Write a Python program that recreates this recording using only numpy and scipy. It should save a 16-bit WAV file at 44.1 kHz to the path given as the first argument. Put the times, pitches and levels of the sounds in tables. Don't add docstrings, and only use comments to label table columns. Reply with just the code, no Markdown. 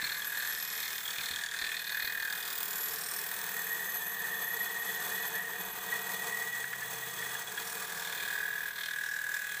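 import sys
import numpy as np
from scipy import signal
from scipy.fft import rfft, irfft
from scipy.io import wavfile
from scipy.ndimage import uniform_filter1d

SR = 44100
rng = np.random.default_rng(int(sys.argv[2]) if len(sys.argv) > 2 else 0)


def persist_wave(psi):
    counts = np.round(np.clip(psi, -1, 1) * 32767).astype(np.int16)
    wavfile.write(sys.argv[1], SR, np.atleast_2d(counts).T)


N = 423360

SPINDLE_HZ = 39.4
LOWER_HZ, MIDDLE_HZ = 1668, 1785
ROCK_HZ, ROCK_DB, ROCK_TOP_S = 2.5, 0.86, 0.039
CHATTER_FOLLOWS, TOOL_FOLLOWS, HISS_FOLLOWS = 0.97, 1.8, 0.94

# (time [s], bite start [turns], bite length [turns], chatter swell [turns], in step [0-1])
BITE = [(0, 0.48, 0.21, 0.23, 0.8), (.45, 0.55, 0.22, 0.2, 0.74), (1.2, 0.5, 0.15, 0.21, 0.64),
        (2.0, 0.52, 0.17, 0.18, 0.84), (2.35, 0.57, 0.13, 0.17, 0.77), (2.6, 0.51, 0.13, 0.58, 0.7),
        (3.1, 0.48, 0.18, 0.14, 0.58), (3.4, 0.42, 0.083, 0.24, 0.6), (3.7, 0.41, 0.12, 0.083, 0.2),
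        (4.7, -0.19, 0.11, 0.062, 0), (6.3, -0.064, 0.1, 0.15, 0.18), (7.4, 0.089, 0.16, 0.12, 0),
        (7.7, 0.065, 0.23, 0.17, 0.41), (8.1, -0.068, 0.1, 0.23, 0.64), (8.4, -0.054, 0.38, 0.17, 0.79),
        (8.75, -0.097, 0.18, 0.15, 0.71), (9.0, -0.1, 0.19, 0.16, 0.83), (9.6, -0.13, 0.13, 0.22, 0.84)]
# (time [s], half-length [s], pressure [dB])
NUDGES = [(1.486, 0.03, -3.5), (1.84, 0.017, -1), (3.576, 0.064, 1), (4.06, 0.045, -2), (4.42, 0.027, 1.5),
          (5.455, 0.044, -4), (5.736, 0.041, -2), (6.265, 0.04, 1.5), (6.658, 0.02, -2), (6.771, 0.013, -5),
          (7.451, 0.023, -4.5), (7.538, 0.047, -4.5), (7.62, 0.058, 2), (7.827, 0.024, 1.5),
          (8.653, 0.028, 0.5), (8.737, 0.03, -5), (9.352, 0.034, 2.5)]

# (time [s], level [dB])
LOWER_CHATTER = [(0, -43), (.4, -40), (.65, -51), (1.0, -48), (1.3, -47.5), (1.45, -40), (1.8, -47),
                 (1.94, -37.5), (2.08, -44), (2.3, -36.5), (2.48, -57), (3.0, -48.5), (3.5, -52),
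                 (4.45, -53), (4.75, -62), (4.95, -51), (5.6, -48), (6.1, -54), (7.3, -50.5), (8.15, -41),
                 (8.43, -34), (8.8, -40), (9.0, -35), (9.3, -36), (9.6, -40)]
MIDDLE_CHATTER = [(0, -41.5), (.25, -51), (.4, -43), (.6, -47), (1.1, -56), (1.35, -44), (1.5, -48),
                  (1.62, -40.5), (1.83, -52), (1.95, -41), (2.25, -40), (2.55, -66), (3.3, -50),
                  (3.7, -44.5), (4.05, -43), (4.4, -42), (4.8, -50), (5.1, -44), (5.4, -44), (5.56, -45),
                  (5.7, -60), (9.6, -64)]
UPPER_CHATTER = [(0, -64), (.4, -49), (.95, -52), (1.6, -44.5), (2.1, -46), (2.6, -53), (3.35, -51),
                 (3.72, -43), (4.0, -43.5), (4.7, -40), (5.52, -43), (5.68, -51.5), (5.9, -43.5),
                 (6.55, -38.5), (7.0, -48), (7.95, -59), (8.38, -47), (8.7, -52), (9.6, -53.5)]
# (time [s], pitch [Hz])
UPPER_PITCH = [(0, 1860), (2.2, 1860), (3.7, 1875), (5.5, 1885), (6.2, 1900), (7.4, 1900), (9.6, 1915)]
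# (time [s], half-length [s], gain [dB])
UPPER_SWELLS = [(3.577, 0.015, 9), (3.653, 0.012, -14), (3.735, .05, 6.5), (4.02, 0.046, -11),
                (4.249, 0.014, 5), (4.44, 0.022, 3), (4.61, 0.012, 9), (4.82, 0.035, 7), (4.928, .02, -4),
                (5.094, 0.026, -20), (5.32, 0.035, -12), (5.407, 0.018, 8), (5.468, 0.028, 13.5),
                (5.557, 0.024, 5), (5.91, 0.011, -16), (5.95, 0.047, 8), (6.018, 0.045, -3.5),
                (6.268, 0.015, -5), (6.34, .03, 4.5), (6.42, 0.014, 0.5), (6.897, 0.037, -5),
                (7.04, 0.014, 5), (7.24, 0.11, 7.5), (7.426, 0.024, 9)]

# (time [s], level [dB])
SHAVING_LEVEL = [(0, -45.5), (.4, -44.5), (1.1, -44), (1.6, -45.5), (2.1, -50.5), (2.5, -42.5),
                 (3.1, -43.5), (3.6, -44.5), (4.45, -48), (4.9, -44.5), (5.6, -47), (6.3, -45),
                 (7.0, -46.5), (7.54, -44.5), (7.6, -43.5), (8.35, -44.5), (8.45, -48), (9.1, -48.5),
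                 (9.6, -46.5)]
DUST_LEVEL = [(0, -49), (.7, -51), (1.05, -43), (1.45, -57), (2.1, -47), (2.62, -45), (2.96, -45),
              (3.3, -43), (3.8, -45.5), (5.2, -47.5), (7.4, -47.5), (7.7, -48), (8.3, -46), (9.1, -53),
              (9.5, -51)]
CRACK_LEVEL = [(0, -53), (.7, -50), (1.4, -49.5), (2.1, -54.5), (2.4, -52), (3.1, -54), (3.7, -70),
               (7.5, -68), (7.7, -59), (8.7, -64), (8.85, -49), (9.05, -50), (9.25, -60), (9.36, -59),
               (9.6, -63)]
# (frequency [Hz], relative level [dB])
SHAVING_EQ = [(500, -8), (1200, 5), (1700, 13.5), (2200, 5), (2850, -3.5), (4000, 1.5), (4600, 2.5),
              (5000, 0), (5400, 3), (5850, 2), (6380, -5), (7100, 5), (8000, 2.5), (9500, 0.5),
              (12000, -1.5), (16500, 2.5)]
DUST_EQ = [(10000, -10), (12000, -4.5), (13000, -4), (13600, -2), (14200, 2.5), (14900, 5), (15300, 8.5),
           (15600, 7)]
CRACK_EQ = [(2200, -18), (3500, 8), (5500, 0), (8000, -2), (13000, -15)]
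# (time [s], share [0-1])
FLAT_SHARE = [(0, 0.16), (2.2, 0.27), (2.45, 0.06), (3.3, 0.16), (3.65, 0.35), (4.0, 0.52), (4.8, 0.38),
              (6.5, 0.38), (7.4, 0.38), (7.7, 0.12), (9.6, 0.22)]

# (frequency [Hz], width [Hz], gain [dB])
FLAT_MODES = [(6316, 206, 12.6), (8030, 620, 10.3), (10240, 1400, 1.6)]
STRUCK_MODES = [(2060, 320, -5), (2502, 23, 8), (3313, 114, -1.5), (3620, 98, 3), (4200, 380, -11)]
RUBBED_MODES = [(2904, 130, 0.5), (3395, 230, 9.5), (3720, 200, 5), (4190, 250, 5.5)]
RASP_MODES = [(2040, 110, -1.5), (2410, 140, -10), (3650, 150, -3.5), (4040, 120, -2), (4400, 300, -6)]
RIP_MODES = [(1760, 590, 0), (4000, 3000, -16)]
# (time [s], level [dB])
TOOL_LEVEL = [(0, -54.5), (.6, -50), (1.2, -48), (2.05, -48.5), (2.55, -52.5), (2.9, -55), (4.4, -53.5),
              (4.9, -51), (5.7, -52.5), (6.95, -55), (7.2, -52.5), (7.8, -55), (8.2, -46), (8.6, -55.5),
              (8.85, -50), (8.98, -56), (9.24, -66), (9.34, -57), (9.55, -51.5)]
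SQUEAL_LEVEL = [(0, -61.5), (.65, -51), (1.35, -63.5), (1.9, -57), (2.5, -58.5), (2.92, -48.5), (3.4, -58),
                (3.95, -49), (4.25, -53.5), (5.4, -52), (6.5, -60.5), (7.95, -69), (8.4, -63), (9.6, -68)]
# (time [s], pitch [Hz])
SING_PITCH = [(3.6, 3435), (5.5, 3425), (6.6, 3380), (7.4, 3375), (8.2, 3440)]

# (time [s], half-length [s], level [dB])
DIGS = [(0.05, 0.16, -42), (0.42, 0.07, -46.5), (0.845, 0.037, -46), (1.276, 0.094, -45.5),
        (1.628, 0.048, -42.5), (1.782, 0.038, -44), (1.9, 0.046, -44.5), (2.046, 0.057, -42),
        (2.228, 0.033, -49), (7.61, .025, -57), (8.825, 0.083, -50)]
# (time [s], half-length [s], pitch [Hz], level [dB])
SPRAYS = [(.75, 0.43, 5330, -54), (.06, .09, 2300, -46), (0.884, .09, 2280, -53), (1.094, 0.058, 3400, -49),
          (1.19, 0.031, 2330, -44), (1.699, 0.098, 2400, -47), (2.502, .17, 3640, -51.5),
          (2.6, .22, 4940, -57), (2.55, 0.32, 8950, -51.5), (2.63, .14, 15100, -40),
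          (2.78, 0.18, 7200, -49), (3.1, 0.28, 5420, -50), (3.086, 0.12, 8700, -43.5),
          (3.1, .3, 10100, -61), (3.2, 0.12, 7850, -57), (3.334, 0.16, 8850, -50), (7.69, .045, 5650, -50),
          (7.694, 0.057, 8990, -47.5), (7.848, 0.26, 10210, -56), (8.0, 0.068, 5400, -55),
          (8.157, 0.18, 3530, -58), (8.847, 0.065, 3324, -49), (9.08, 0.081, 5570, -55),
          (9.15, 0.12, 7060, -57), (9.35, .035, 5450, -53), (9.35, 0.044, 7250, -51)]
# (time [s], rise [s], pitch [Hz], level [dB])
CATCHES = [(6.64, 0.0029, 1720, -27), (6.726, 0.0065, 1700, -30), (6.814, 0.0092, 1750, -34.5),
           (7.221, 0.0058, 1765, -34), (7.348, 0.0044, 1703, -32.5), (7.574, 0.0053, 1670, -28.5),
           (7.817, 0.006, 1688, -39)]
# (time [s], rise [s], pitch sag [Hz], level [dB])
SQUEAKS = [(.092, .003, 250, -35), (.218, .003, 250, -33), (1.052, .0035, 350, -33),
           (1.077, 0.0032, 350, -30), (1.102, .0035, 250, -38), (1.332, .003, 250, -42),
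           (1.358, 0.0034, 350, -36), (1.486, .003, 350, -35), (1.716, 0.0033, 300, -39),
           (7.152, .009, 50, -47), (7.178, 0.0055, 50, -42), (7.471, 0.0051, 50, -38.5),
           (7.574, 0.0062, 79.7, -34.5), (9.49, .003, 200, -38), (9.513, 0.0024, 200, -38)]
# (time [s], level [dB])
CHIPS = [(0.029, -37), (0.099, -50), (1.185, -37), (1.308, -35), (1.618, -39), (1.643, -56), (2.045, -43)]

# (time [s], level [dB])
RUB_LEVEL = [(0, -54.5), (2.1, -54.5), (2.45, -52), (3.9, -49.5), (5.2, -47.5), (6.3, -47), (6.6, -50),
             (7.85, -48.5), (8.4, -50.5), (9.0, -57), (9.6, -56.5)]
# (frequency [Hz], width [Hz], gain [dB])
BODY_MODES = [(172, 50, -8.5), (358, 67, -6), (457, 55, 0), (669, 42, -2.5), (801, 67, -2), (936, 100, 1.5),
              (1054, 134, -1), (1192, 85, 1), (1590, 200, -5), (2513, 53, 0.5)]
# (frequency [Hz], width [Hz], relative level [dB])
MOTOR_TONES = [(161, 2, -20), (183, 3, -14.5), (195, 4, -19), (381, 4, -20), (434, 3, -15.5),
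               (457, 3.5, -11.5), (676, 4, -19), (717, 4, -11), (733, 3, -15), (898, 6, -15),
               (1015, 5, -17), (1100, 4, -15), (1230, 6, -16)]
# (time [s], level [dB])
DRONE_LEVEL = [(0, -91), (6.2, -68.5), (6.55, -65), (6.9, -60.5), (7.25, -60.5), (7.5, -68.5), (9.6, -85)]
# (frequency [Hz], relative level [dB])
BEARING_EQ = [(20, 10), (45, 0.5), (80, -1), (125, 6), (165, -22), (210, 6.5), (280, -5.5), (430, -11),
              (600, -2), (1200, -1), (4000, 8)]


def blank_chatter(t, since, swing, in_step, hand_db, pressure):
    rock_slip = 0.35 * rocking(t)

    def bent_mode(hz, width_hz):
        bend_hz = (13 * (1 - in_step) + 17 * rocking(t)) * drift(rate=5)
        return bending_mode(hz + bend_hz, width_hz, since, swing, in_step, slip=0.11 + rock_slip)

    lowest = from_db(-10.5) * bending_mode(1520, 120, since, swing, in_step, slip=0.093 + rock_slip)
    sputter = evened(from_db(2.2 * (1 - in_step) * drift(rate=11)), size=11000)
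    lower = pressure * soft_clip(bent_mode(LOWER_HZ, width_hz=81) + lowest)
    middle = -sputter * soft_clip(bent_mode(MIDDLE_HZ, width_hz=42))
    upper = sputter * soft_clip(bent_mode(in_time(UPPER_PITCH)[0], width_hz=34))
    grip_db = sum(db * hump(t, s, length) for s, length, db in UPPER_SWELLS)
    return (lower * fader(LOWER_CHATTER, CHATTER_FOLLOWS * hand_db, trim_db=-1)
            + middle * fader(MIDDLE_CHATTER, CHATTER_FOLLOWS * hand_db, trim_db=-1)
            + upper * fader(UPPER_CHATTER, CHATTER_FOLLOWS * hand_db + grip_db, trim_db=-0.2))


def bending_mode(hz, width_hz, since, swing, in_step, slip):
    burst = evened(np.tanh(swing / 2.1))
    struck = np.sqrt(2) * burst * np.sin(2 * np.pi * hz * since + slip * drift(rate=190))
    pulse = np.sqrt(0.5 * in_step * burst ** 2 + 1 - 0.5 * in_step)
    free = evened(wavering_tone(hz, width_hz), size=2200) * pulse
    return blend(struck, free, np.sin(np.pi / 2 * in_step) ** 2)


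def bite(angle, length, uneven_db):
    turns = np.arange(N) / SR * SPINDLE_HZ - angle + 2
    part = turns % 1
    age = part / np.maximum(length, 0.03)
    push = age ** 2.33 * np.exp(-1.5 * age) * (1 - part ** 8)
    accents = rng.standard_normal(int(N / SR * SPINDLE_HZ) + 5)
    return part / SPINDLE_HZ, evened(push * from_db(uneven_db * accents[turns.astype(int)]))


def hand(t, in_step):
    rock_db = ROCK_DB * rocking(t) * np.cos(2 * np.pi * ROCK_HZ * (t - ROCK_TOP_S))
    waver_db = 0.8 * (1 - in_step) * drift(rate=6)
    return rock_db + waver_db + sum(db * hump(t, s, length) for s, length, db in NUDGES)


def rocking(t, settles_s=2.7, fade_s=0.351):
    return (1 - np.tanh((t - settles_s) / fade_s)) / 2


def shaving_hiss(spurt, repeat, hand_db):
    tearing = coloured(fibres(repeat, grain_db=2.5), SHAVING_EQ)
    flat = unit_power(resonate(rng.standard_normal(N), FLAT_MODES))
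    hiss = evened(blend(flat, tearing, in_time(FLAT_SHARE)[0]))
    return fader(SHAVING_LEVEL, HISS_FOLLOWS * hand_db, trim_db=0.94) * spurt * hiss


def dust(spurt, repeat, hand_db):
    sizzle = coloured(fibres(0.5 * repeat, grain_db=3), DUST_EQ)
    return fader(DUST_LEVEL, HISS_FOLLOWS * hand_db) * spurt * sizzle


def fibres(repeat, grain_db):
    def tear():
        return blend(wood_surface(lasting_turns=24), rng.standard_normal(N), repeat)
    clumps = np.minimum(smoothed(tear(), rate=370), 2)
    return unit_power(tear() * from_db(grain_db * clumps))


def wood_surface(lasting_turns):
    turn = round(SR / SPINDLE_HZ)
    fresh = rng.standard_normal((N // turn + 61, turn))
    worn = signal.lfilter([1], [1, -np.exp(-1 / lasting_turns)], fresh, axis=0)
    return unit_power(worn.ravel()[-N:])


def tool_ring(push, pressure, repeat, in_step, hand_db):
    struck = evened(resonate(fibres(0.95 * repeat, grain_db=1) * push, STRUCK_MODES))
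    rubbed = evened(resonate(fibres(repeat, grain_db=2.5) * pressure, RUBBED_MODES))
    note = wavering_tone(in_time(SING_PITCH)[0], width_hz=18)
    free = blend(note, rubbed, 0.55 * (1 - in_step) ** 2)
    return fader(TOOL_LEVEL, TOOL_FOLLOWS * hand_db, trim_db=2.5) * blend(struck, free, 1.01 * in_step)


def edge_squeal(hand_db):
    flutter = from_db(2.5 * drift(rate=3.1))
    tone = wavering_tone(11776, width_hz=41)
    return fader(SQUEAL_LEVEL, HISS_FOLLOWS * hand_db, trim_db=8) * flutter * tone


def digs(t, push, repeat):
    envelope = sum(from_db(db) * hump(t, s, length) for s, length, db in DIGS)
    rasp = evened(resonate(fibres(repeat, grain_db=2) * push, RASP_MODES))
    overtone = from_db(-3) * push * wavering_tone(4240, width_hz=70)
    return envelope * (rasp + overtone)


def sprays(t, push, width_hz=310):
    shake = drift(width_hz) + 1j * drift(width_hz)
    out = np.zeros(N)
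    for s, length, hz, db in SPRAYS:
        near = np.abs(t - s) < np.pi * length
        tone = np.roll(shake, rng.integers(N))[near] * np.exp(2j * np.pi * hz * t[near])
        out[near] += from_db(db) * hump(t[near], s, length) * tone.real
    return push * out


def cracks(angle, length, repeat):
    _, snap = bite(angle, 0.44 * length, uneven_db=3.5)
    return fader(CRACK_LEVEL) * snap * coloured(fibres(repeat, grain_db=5.5), CRACK_EQ)


def catches(t):
    envelope = sum(from_db(db) * attack_decay(t, s, rise_s) for s, rise_s, _, db in CATCHES)
    hz, = in_time([(s, hz) for s, _, hz, _ in CATCHES])
    rip = unit_power(resonate(rng.standard_normal(N), RIP_MODES))
    rough_tone = np.sin(2 * np.pi * np.cumsum(hz) / SR + 0.66 * drift(rate=200))
    return envelope * (rough_tone + from_db(-13) * rip)


def squeaks(t, start_hz=3385, sag_s=0.0093):
    out = np.zeros(N)
    for s, rise_s, sag_hz, db in SQUEAKS:
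        span = slice(int(s * SR), int(s * SR) + SR // 20)
        hz = start_hz - sag_hz * np.tanh((t[span] - s) / sag_s) ** 2
        tone = np.sin(2 * np.pi * (np.cumsum(hz) / SR + rng.random()))
        out[span] += from_db(db) * attack_decay(t[span], s, rise_s) * tone
    return out


def chips():
    hits = np.zeros(N)
    for s, db in CHIPS:
        hits[int(s * SR)] = from_db(db)
    puffs = decaying(hits, decay_s=0.04) * rng.standard_normal(N)
    patter = signal.sosfilt(signal.butter(1, 400, fs=SR, output="sos"), puffs)
    return decaying(hits, decay_s=0.0006) + patter


def bevel_rub(pressure, repeat, hand_db):
    rumble = from_db(-0.5) * evened(resonate(fibres(0.4 * repeat, grain_db=2), BODY_MODES))
    return fader(RUB_LEVEL, hand_db, trim_db=0.5) * (rumble + motor_tones()) * pressure


def motor_tones():
    rub_db, = in_time(RUB_LEVEL)
    tones = sum(from_db(db) * wavering_tone(hz, width) for hz, width, db in MOTOR_TONES)
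    return from_db(0.98 * (rub_db - rub_db.max())) * tones


def workshop(x, t60):
    t = np.arange(SR // 2) / SR
    tail = rng.standard_normal(len(t)) * from_db(-60 * t / t60) * (t > 0.004)
    return signal.fftconvolve(x, tail / np.linalg.norm(tail))[:N]


def machine():
    rumble = from_db(-55.5) * coloured(rng.standard_normal(N), BEARING_EQ)
    hum = from_db(-71) * wavering_tone(161, width_hz=1.3)
    drone = fader(DRONE_LEVEL) * wavering_tone(129, width_hz=0.97)
    return rumble + hum + drone


def from_db(db):
    return 10 ** (np.asarray(db) / 20)


def in_time(rows):
    s, *columns = np.transpose(rows)
    return [np.interp(np.arange(N) / SR, s, c) for c in columns]


def fader(curve, ride_db=0, trim_db=0):
    return from_db(in_time(curve)[0] + ride_db + trim_db)


def unit_power(x):
    return x / np.sqrt(np.mean(x ** 2) + 1e-20)


def evened(x, size=4476):
    return x / np.sqrt(np.abs(uniform_filter1d(x ** 2, size)) + 1e-12)


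def soft_clip(x, ceiling=4.5):
    return evened(np.tanh(x / ceiling))


def blend(a, b, share):
    share = np.clip(share, 0, 1)
    return np.sqrt(share) * a + np.sqrt(1 - share) * b


def smoothed(x, rate):
    hz = np.arange(N // 2 + 1) * SR / N
    return unit_power(irfft(rfft(x) / (1 + (hz / rate) ** 2), N))


def drift(rate):
    return smoothed(rng.standard_normal(N), rate)


def coloured(x, eq):
    hz, db = np.transpose(eq)
    log_hz = np.log(np.arange(N // 2 + 1) * SR / N + 1)
    gain = from_db(np.interp(log_hz, np.log(hz), db, left=-60, right=-60))
    return unit_power(irfft(rfft(x) * gain, N))


def resonate(x, modes):
    out = 0
    for k, (hz, width, db) in enumerate(modes):
        r = np.exp(-np.pi * width / SR)
        poles = [1, -2 * r * np.cos(2 * np.pi * hz / SR), r * r]
        band = (1 - r * r) / 2 * signal.lfilter([1, 0, -1], poles, x + 1e-18)
        out = out + (-1) ** k * from_db(db) * band
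    return out


def wavering_tone(hz, width_hz):
    phase = 2 * np.pi * np.cumsum(hz * np.ones(N)) / SR
    return evened(drift(width_hz) * np.cos(phase) + drift(width_hz) * np.sin(phase))


def hump(t, s, half_length):
    return np.exp(-((t - s) / half_length) ** 2)


def attack_decay(t, s, rise_s):
    age = np.clip((t - s) / rise_s, 0, 30)
    return (age * np.exp(1 - age)) ** 2


def decaying(hits, decay_s):
    return signal.lfilter([1], [1, -np.exp(-1 / (decay_s * SR))], hits + 1e-18)


def scene():
    t = np.arange(N) / SR
    angle, length, swell, in_step = in_time(BITE)
    hand_db = hand(t, in_step)
    angle = angle + 0.0072 * (1 - in_step) * drift(rate=1.1)
    jitter_turns = 0.008 * rocking(t) * drift(SPINDLE_HZ)
    uneven_db = 0.8 * rocking(t)
    _, push = bite(angle + jitter_turns, length, uneven_db)
    since, swing = bite(angle, swell, uneven_db)
    pressure = evened(from_db(0.64 * (2 - 1.13 * in_step) * drift(rate=18)), size=11000)
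    repeat = 0.076 + in_step
    depth = 0.26 + 0.18 * in_step
    spurt = evened(np.sqrt(depth * push ** 2 + 1 - depth)) * pressure

    cut = blank_chatter(t, since, swing, in_step, hand_db, pressure)
    cut += tool_ring(push, pressure, repeat, in_step, hand_db) + edge_squeal(hand_db)
    cut += shaving_hiss(spurt, repeat, hand_db) + dust(spurt, repeat, hand_db)
    cut += bevel_rub(pressure, repeat, hand_db)
    cut += digs(t, push, repeat) + sprays(t, push) + cracks(angle, length, repeat)
    cut += catches(t) + squeaks(t) + chips()
    return (cut + from_db(-13) * workshop(cut, t60=0.21) + machine())[None]


def record(dry):
    return signal.sosfilt(signal.ellip(12, 0.2, 80, 15480, fs=SR, output="sos"), dry)


dry = scene()
out = record(dry)
persist_wave(out)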